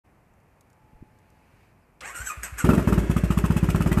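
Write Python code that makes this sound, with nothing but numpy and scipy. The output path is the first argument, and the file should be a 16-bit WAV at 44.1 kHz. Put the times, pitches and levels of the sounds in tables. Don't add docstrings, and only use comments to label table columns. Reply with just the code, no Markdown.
import sys
import numpy as np
from scipy import signal
from scipy.fft import rfft, irfft
from scipy.io import wavfile

SR = 44100
rng = np.random.default_rng(int(sys.argv[2]) if len(sys.argv) > 2 else 0)


def to_wav(sig):
    pcm = np.clip(np.atleast_2d(sig), -1, 1) * 32767
    pcm = np.round(pcm).astype(np.int16)
    wavfile.write(sys.argv[1], SR, pcm.T)


N = 176400

# t/s, thump/dB, gas/dB, clatter/dB
FIRINGS = [(2.642, 2.8, 7, 5.5), (2.6888, 5.5, 9, 4.5), (2.7317, -1.5, 3.5, 3), (2.7767, 2, 3, 3),
           (2.8227, -5.5, -9, -20), (2.8724, 3, 5.5, 4), (2.9228, 1.5, 0.5, 7), (2.977, 3.5, 2, 2.5),
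           (3.0331, -8, -9.5, -11), (3.0964, 2.5, -1, 1), (3.163, 0.7, -3.5, 5.5), (3.2355, 2, -3, 0.5),
           (3.3031, 0, -4.5, 7.5), (3.372, 1.5, -2.5, 4.5), (3.4387, 1, -1.8, 6), (3.502, 3.5, -2.0, 4),
           (3.5623, 0.5, -5, 2.5), (3.628, 2.5, -1.7, 4), (3.6863, 1.5, -2.5, 7.5), (3.746, 3, 1, 3.5),
           (3.8036, 0.5, 0, 3.5), (3.86, 2, 0, 2), (3.9144, -0.5, 0.5, 4.5), (3.9715, 3.1, 0, 4.5)]
# t/s, level/dB
PUFFS = [(2.201, -8), (2.374, -9), (2.525, -7)]
# f/Hz, level/dB, t60/s, polarity
PIPE_MODES = [(56.4, -19.5, 0.33, -1), (104.2, -18, 0.13, 1), (160.5, -4.5, 0.051, 1),
              (232.7, -8, 0.044, -1), (335, -18.5, 0.2, -1), (398, -12.5, 0.083, -1)]
# f/Hz, level/dB
GAS_COLOUR = [(100, -26.5), (170, 19.5), (340, 6), (500, -6.5), (620, 2.5), (720, -7), (1400, -4.5),
              (1900, -12.5), (2700, -28), (8000, -29)]
# f/Hz, level/dB, t60/s
SILENCER_MODES = [(253.6, 5, 0.13), (339.3, -1, 0.19), (573.5, -10, 0.12)]
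# f/Hz, level/dB
BOOM_COLOUR = [(200, -21.5), (290, 3), (370, 6), (500, -10), (590, -4.5), (900, -40.5)]
# f/Hz, level/dB
BARK_COLOUR = [(450, -10.5), (620, 1), (1400, 1.5), (2400, -12), (3400, -30)]
# f/Hz, level/dB, t60/s
CASE_MODES = [(867, -3.5, 0.023), (1062, -5.5, 0.022), (1255, -6.5, 0.041), (1335, -6, 0.019)]
# f/Hz, level/dB, t60/s
COVER_MODES = [(1520, -11, 0.023), (1856, -3.5, .025), (2200, -22, 0.019), (2553, -3, 0.038)]
# t/s, f/Hz, level/dB
PINGS = [(2.69, 1362, -15.5), (2.708, 2620, -29.5), (3.44, 1060, -28), (3.567, 2600, -30),
         (3.916, 1970, -26)]
# f/Hz, level/dB
CLATTER_COLOUR = [(500, -4), (1200, -4), (2900, 6), (4100, -7), (6300, -4), (8200, 0.5), (10000, -6),
                  (11800, -2), (14000, -7.5)]
# f/Hz, level/dB
WHIRR_COLOUR = [(100, 9.5), (350, -2), (700, 0.5), (1400, 3), (2600, -0.5), (3800, -16), (7500, -14),
                (14000, -29)]
# t/s, f/Hz
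MESH_RATE = [(2.008, 500), (2.06, 876), (2.09, 967), (2.143, 1430), (2.17, 1400), (2.195, 1425),
             (2.22, 1530), (2.26, 1610), (2.278, 1530), (2.306, 1205), (2.318, 1240), (2.36, 1200),
             (2.415, 1300), (2.432, 1690), (2.455, 1485), (2.485, 1232), (2.56, 1300), (2.583, 1690),
             (2.61, 1440), (2.65, 1250)]
# t/s, treble/dB, middle/dB
STARTER_LEVELS = [(2.0, -72, -80), (2.01, -60, -40), (2.078, -42.5, -36.5), (2.14, -59.5, -44),
                  (2.15, -41.5, -35.5), (2.172, -38.5, -40), (2.238, -45, -40.5), (2.268, -35.5, -41),
                  (2.314, -43.5, -39), (2.35, -68, -43.5), (2.424, -59, -45), (2.434, -34.5, -35.5),
                  (2.45, -36.5, -34), (2.5, -62, -43.5), (2.57, -61, -45.5), (2.584, -34, -36),
                  (2.598, -38.5, -33.5), (2.635, -48.5, -37.5)]
# f/Hz, level/dB
HOUSING_COLOUR = [(200, -6.5), (900, -8), (1230, 0.5), (1900, -2.5), (2600, -4.5), (3400, -20.5),
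                  (8000, -31.5)]
# f/Hz, level/dB
GEAR_COLOUR = [(2500, -17), (4900, -18), (5400, -11.5), (6600, -6), (7700, 0), (8400, 1), (9200, -15),
               (10200, -46), (11200, -7), (12200, -6.5), (14000, -49)]
# f/Hz, level/dB
GRIND_COLOUR = [(1500, 0), (5600, -3), (10000, 1), (14000, -7)]
# centre t/s, half length/s, level/dB, octave/dB
SQUEALS = [(2.172, .024, -36, -14), (2.224, .007, -35, -16), (2.279, .010, -29.5, -18),
           (2.311, .011, -29, -8)]
# t/s, level/dB
CLICKS = [(2.007, -39), (2.147, -55)]
# f/Hz, level/dB
CLICK_COLOUR = [(500, -15), (2500, 10), (8500, 2.5), (14000, -22)]
# t/s, level/dB, width/s
BUMPS = [(.934, -45.5, 0.0014), (0.954, -45.5, 0.0037), (1.019, -42, 0.0031), (1.027, -34.5, 0.00098),
         (1.54, -48.5, 0.0018)]
# t/s, level/dB
TICKS = [(.337, -68), (.402, -70), (.609, -52.5), (0.701, -61), (0.73, -62), (1.187, -60.5), (1.302, -60.5)]
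# f/Hz, level/dB
TICK_COLOUR = [(2000, -13), (6500, 5), (14000, -5)]
# f/Hz, level/dB
AIR_COLOUR = [(15, -67), (25, -4.5), (54, 0), (133, -1), (392, -11.5), (868, -12), (1290, -18),
              (2500, -22.5), (3440, -37.5), (14000, -37)]
# t/s, level/dB
FAR_TONE_SWELL = [(.6, -97), (.8, -67.5), (1.5, -73), (1.9, -99)]
# t/s, level/dB
HISS_SWELL = [(0, -88), (1., -77), (1.64, -66.5), (1.97, -96)]
# f/Hz, level/dB
HISS_COLOUR = [(1000, 6), (2400, 13.5), (3400, -1.5), (4700, 0), (5500, -4), (14000, -8)]

KNOCK_S, REBOUND_S, REBOUND_SCATTER_S = 0.00153, 0.014, 0.00194
GAS_GRAIN, MESH_WOBBLE, WHINE_FLUTTER_DB = 0.16, 0.018, 3.5
TIME = np.arange(N) / SR


def exhaust(push_s=0.00095, puff_s=0.0025):
    scatter = 0.081 * rng.standard_normal(len(FIRINGS))
    strokes = [(s, db, push_s * np.exp(chance + 0.006 * gas_db))
               for (s, db, gas_db, _), chance in zip(FIRINGS, scatter)]
    strokes += [(s, db, puff_s) for s, db in PUFFS]
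    push = sum(undb(db) * bell(s, width) / (width * SR * np.sqrt(2 * np.pi)) for s, db, width in strokes)
    t = TIME[:SR]
    pipe = sum(np.sign(polarity) * undb(db) * np.cos(2 * np.pi * hz * t) * die_away(t, t60)
               for hz, db, t60, polarity in PIPE_MODES)
    return undb(-1) * signal.fftconvolve(push, pipe)[:N]


def gas():
    blasts = [(s, db) for s, _, db, _ in FIRINGS]
    flow = sum(undb(db) * (burst(s + KNOCK_S, 0.0013, 0.00079) + undb(-5) * burst(s, 0.00079, 0.032))
               for s, db in blasts)
    silencer = struck([(s + KNOCK_S, 1.12 * db) for s, db in blasts], SILENCER_MODES, scatter_db=2)
    stored_energy = sum((undb(db) * burst(s, rise=0.006, decay=0.07)) ** 2 for s, db in blasts)
    boom = colour(np.sqrt(stored_energy) * rng.standard_normal(N), BOOM_COLOUR)
    rush = colour(flow * grains(GAS_GRAIN), GAS_COLOUR)
    return undb(-22) * rush + undb(-32) * silencer + undb(-30) * boom


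def bark():
    load = sum(undb((gas_db + clatter_db) / 2) * burst(s + KNOCK_S, rise=0.001, decay=0.018)
               for s, _, gas_db, clatter_db in FIRINGS)
    return undb(-35.5) * colour(load * grains(GAS_GRAIN), BARK_COLOUR)


def knocks():
    lags = REBOUND_S + REBOUND_SCATTER_S * rng.standard_normal(len(FIRINGS))
    blows = [(s + KNOCK_S, 1.1 * db) for s, _, _, db in FIRINGS]
    rebounds = [(s + lag, db - 5) for (s, _, _, db), lag in zip(FIRINGS, lags)]
    return undb(-30.5) * struck(blows + rebounds, CASE_MODES, scatter_db=4.5)


def rattle(count=3, span_s=0.02):
    lags = span_s * rng.random((len(FIRINGS), count))
    taps = [(s + KNOCK_S + lag, db) for (s, _, _, db), row in zip(FIRINGS, lags) for lag in row]
    pings = sum(undb(db) * burst(s, rise=0.00047, decay=0.0094) * np.sin(2 * np.pi * hz * since(s))
                for s, hz, db in PINGS)
    return undb(-44.5) * struck(taps, COVER_MODES, scatter_db=3.5) + pings


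def gear_clatter(decay_s=0.0095, flicker_db=3):
    lags = REBOUND_S + REBOUND_SCATTER_S * rng.standard_normal(len(FIRINGS))
    jolts = np.zeros(N)
    for (s, _, _, db), lag in zip(FIRINGS, lags):
        jolts += undb(db) * burst(s + KNOCK_S, 0.0031, decay_s)
        jolts += undb(db - 4) * burst(s + lag, 0.00085, decay_s)
    jolts *= undb(flicker_db * drift(250))
    clatter = undb(-38.5) * colour(jolts * grains(0.39), CLATTER_COLOUR)
    running = 1 - np.exp(-since(FIRINGS[0][0]) / 0.0055)
    whirr = undb(-43) * colour(running * grains(0.21), WHIRR_COLOUR)
    return ring(clatter + whirr, t60=0.05, wet_db=-5)


def starter(stop_s=2.67, rumble_hz=56):
    treble_db, middle_db = curve(STARTER_LEVELS, column=1), curve(STARTER_LEVELS, column=2)
    strikes = teeth(curve(MESH_RATE) * (1 + MESH_WOBBLE * drift(400)))
    bite_db = 3 + 0.45 * (treble_db - treble_db.max())
    whine = strikes * undb(bite_db + WHINE_FLUTTER_DB * drift(120))
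    engaged = np.clip((TIME - MESH_RATE[0][0]) / 0.0033, 0, 1) * np.clip((stop_s - TIME) / 0.019, 0, 1)
    housing = colour(whine + grains(0.35), HOUSING_COLOUR) * undb(middle_db - 5)
    gears = colour(whine + undb(-3) * grains(0.59), GEAR_COLOUR) * undb(treble_db - 3)
    grind = undb(-59) * colour(rng.standard_normal(N), GRIND_COLOUR)
    rumble = undb(-54.5) * np.sin(2 * np.pi * rumble_hz * TIME)
    housing = ring(engaged * housing, t60=0.069, wet_db=-10.5)
    gears = ring(engaged * gears, t60=0.092, wet_db=1)
    return housing + gears + engaged * (grind + rumble)


def teeth(mesh_hz, pinion_teeth=9, harmonics=11):
    cycles = np.cumsum(mesh_hz) / SR
    tooth = cycles.astype(int)
    wear, chance = rng.standard_normal(pinion_teeth), rng.standard_normal(N)
    force = 1 + 0.45 * unit(wear - wear.mean())[tooth % pinion_teeth] + 0.35 * chance[tooth]
    pulses = sum(np.cos(2 * np.pi * k * (cycles - 0.5)) for k in range(1, harmonics + 1))
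    return unit(force * pulses)


def squeal():
    mesh_hz = curve(MESH_RATE) * (1 + MESH_WOBBLE * drift(300))
    phase = 2 * np.pi * np.cumsum(mesh_hz) / SR
    flutter = undb(WHINE_FLUTTER_DB * (drift(500) - 0.5))
    return flutter * sum(undb(db) * bell(s, width) * (np.sin(phase) + undb(octave) * np.sin(2 * phase))
                         for s, width, db, octave in SQUEALS)


def starter_clicks():
    snaps = sum(undb(db) * burst(s, rise=0.00019, decay=0.008) for s, db in CLICKS)
    return colour(snaps * rng.standard_normal(N), CLICK_COLOUR)


def bumps():
    return sum(undb(db) * (TIME - s) / width * np.exp(0.5) * bell(s, width) for s, db, width in BUMPS)


def ticks():
    taps = sum(undb(db) * burst(s, rise=0.00018, decay=0.0029) for s, db in TICKS)
    return colour(taps * rng.standard_normal(N), TICK_COLOUR)


def squeak(centre_s=1.835, centre_hz=4900, fall_hz_per_s=28000):
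    t = TIME - centre_s
    phase = 2 * np.pi * (centre_hz - fall_hz_per_s * t / 2) * t
    return undb(-80) * np.exp(-(t / 0.02) ** 2) * np.sin(phase)


def outdoors(tone_hz=858):
    air = undb(-59.5) * unit(colour(rng.standard_normal(N), AIR_COLOUR))
    tone = undb(curve(FAR_TONE_SWELL)) * np.sqrt(2) * np.sin(2 * np.pi * tone_hz * TIME)
    hiss = undb(curve(HISS_SWELL)) * colour(rng.standard_normal(N), HISS_COLOUR)
    fade_in = np.clip(since(0.037) / 0.015, 0, 1)
    return (air + tone + hiss) * fade_in


def struck(blows, modes, scatter_db):
    out, t = np.zeros(N + SR), TIME[:SR // 2]
    for (s, db), chance in zip(blows, rng.standard_normal((len(blows), len(modes), 3))):
        first = int(s * SR)
        for (hz, mode_db, t60), (size, detune, side) in zip(modes, chance):
            wave = np.sign(side) * np.sin(2 * np.pi * hz * (1 + 0.011 * detune) * t)
            gain = undb(db + mode_db + scatter_db * np.clip(size, -1.5, 1.5))
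            out[first:first + len(t)] += gain * wave * die_away(t, t60)
    return out[:N]


def ring(x, t60, wet_db):
    t = TIME[:SR // 2]
    tails = rng.standard_normal((2, len(t))) * die_away(t, t60)
    a, b = (signal.fftconvolve(x, tail / np.linalg.norm(tail))[:N] for tail in tails)
    shift = np.pi * drift(10)
    wet = a * np.cos(shift) + b * np.sin(shift)
    return (x + undb(wet_db) * wet) / np.hypot(1, undb(wet_db))


def colour(x, points):
    hz, db = np.array(points).T
    f = np.maximum(np.fft.rfftfreq(2 * N, 1 / SR), 1)
    low_cut = f / np.hypot(f, hz[0] / 2)
    gain = unit(undb(np.interp(np.log(f), np.log(hz), db)) * low_cut)
    cepstrum = irfft(np.log(gain))
    cepstrum[1:N] *= 2
    cepstrum[N + 1:] = 0
    return irfft(rfft(x, 2 * N) * np.exp(rfft(cepstrum)))[:N]


def grains(spread):
    size = np.repeat(rng.standard_normal(N // 32 + 1), 32)[:N]
    return unit(rng.standard_normal(N) * np.exp(spread * np.clip(size, -2, 2)))


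def drift(rate_hz):
    return unit(np.interp(TIME * rate_hz, np.arange(N), rng.standard_normal(N)))


def burst(start, rise, decay):
    out, first = np.zeros(N + SR), int(start * SR) + 1
    t = (first + np.arange(SR // 4)) / SR - start
    out[first:first + len(t)] = (1 - np.exp(-t / rise)) * np.exp(-t / decay)
    return out[:N]


def bell(centre_s, width_s):
    return np.exp(-0.5 * ((TIME - centre_s) / width_s) ** 2)


def die_away(t, t60):
    return np.exp(-np.log(1000) * t / t60)


def curve(rows, column=1):
    rows = np.array(rows)
    return np.interp(TIME, rows[:, 0], rows[:, column])


def since(start):
    return np.maximum(TIME - start, 0)


def undb(db):
    return 10 ** (np.asarray(db) / 20)


def unit(x):
    return x / np.sqrt(np.mean(x ** 2))


def scene():
    thumps = exhaust()
    engine = gas() + bark() + knocks() + rattle() + gear_clatter()
    cranking = starter() + squeal() + starter_clicks()
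    bike = thumps + ring(engine + cranking + bumps(), t60=0.28, wet_db=-11)
    return (bike + ticks() + squeak() + outdoors())[None]


def record(dry, ceiling=0.85, top_hz=14100):
    rounded = dry / (1 + (dry / ceiling) ** 4) ** (1 / 4)
    return signal.sosfilt(signal.ellip(10, 0.2, 80, top_hz, fs=SR, output="sos"), rounded)


dry = scene()
out = record(dry)
to_wav(out)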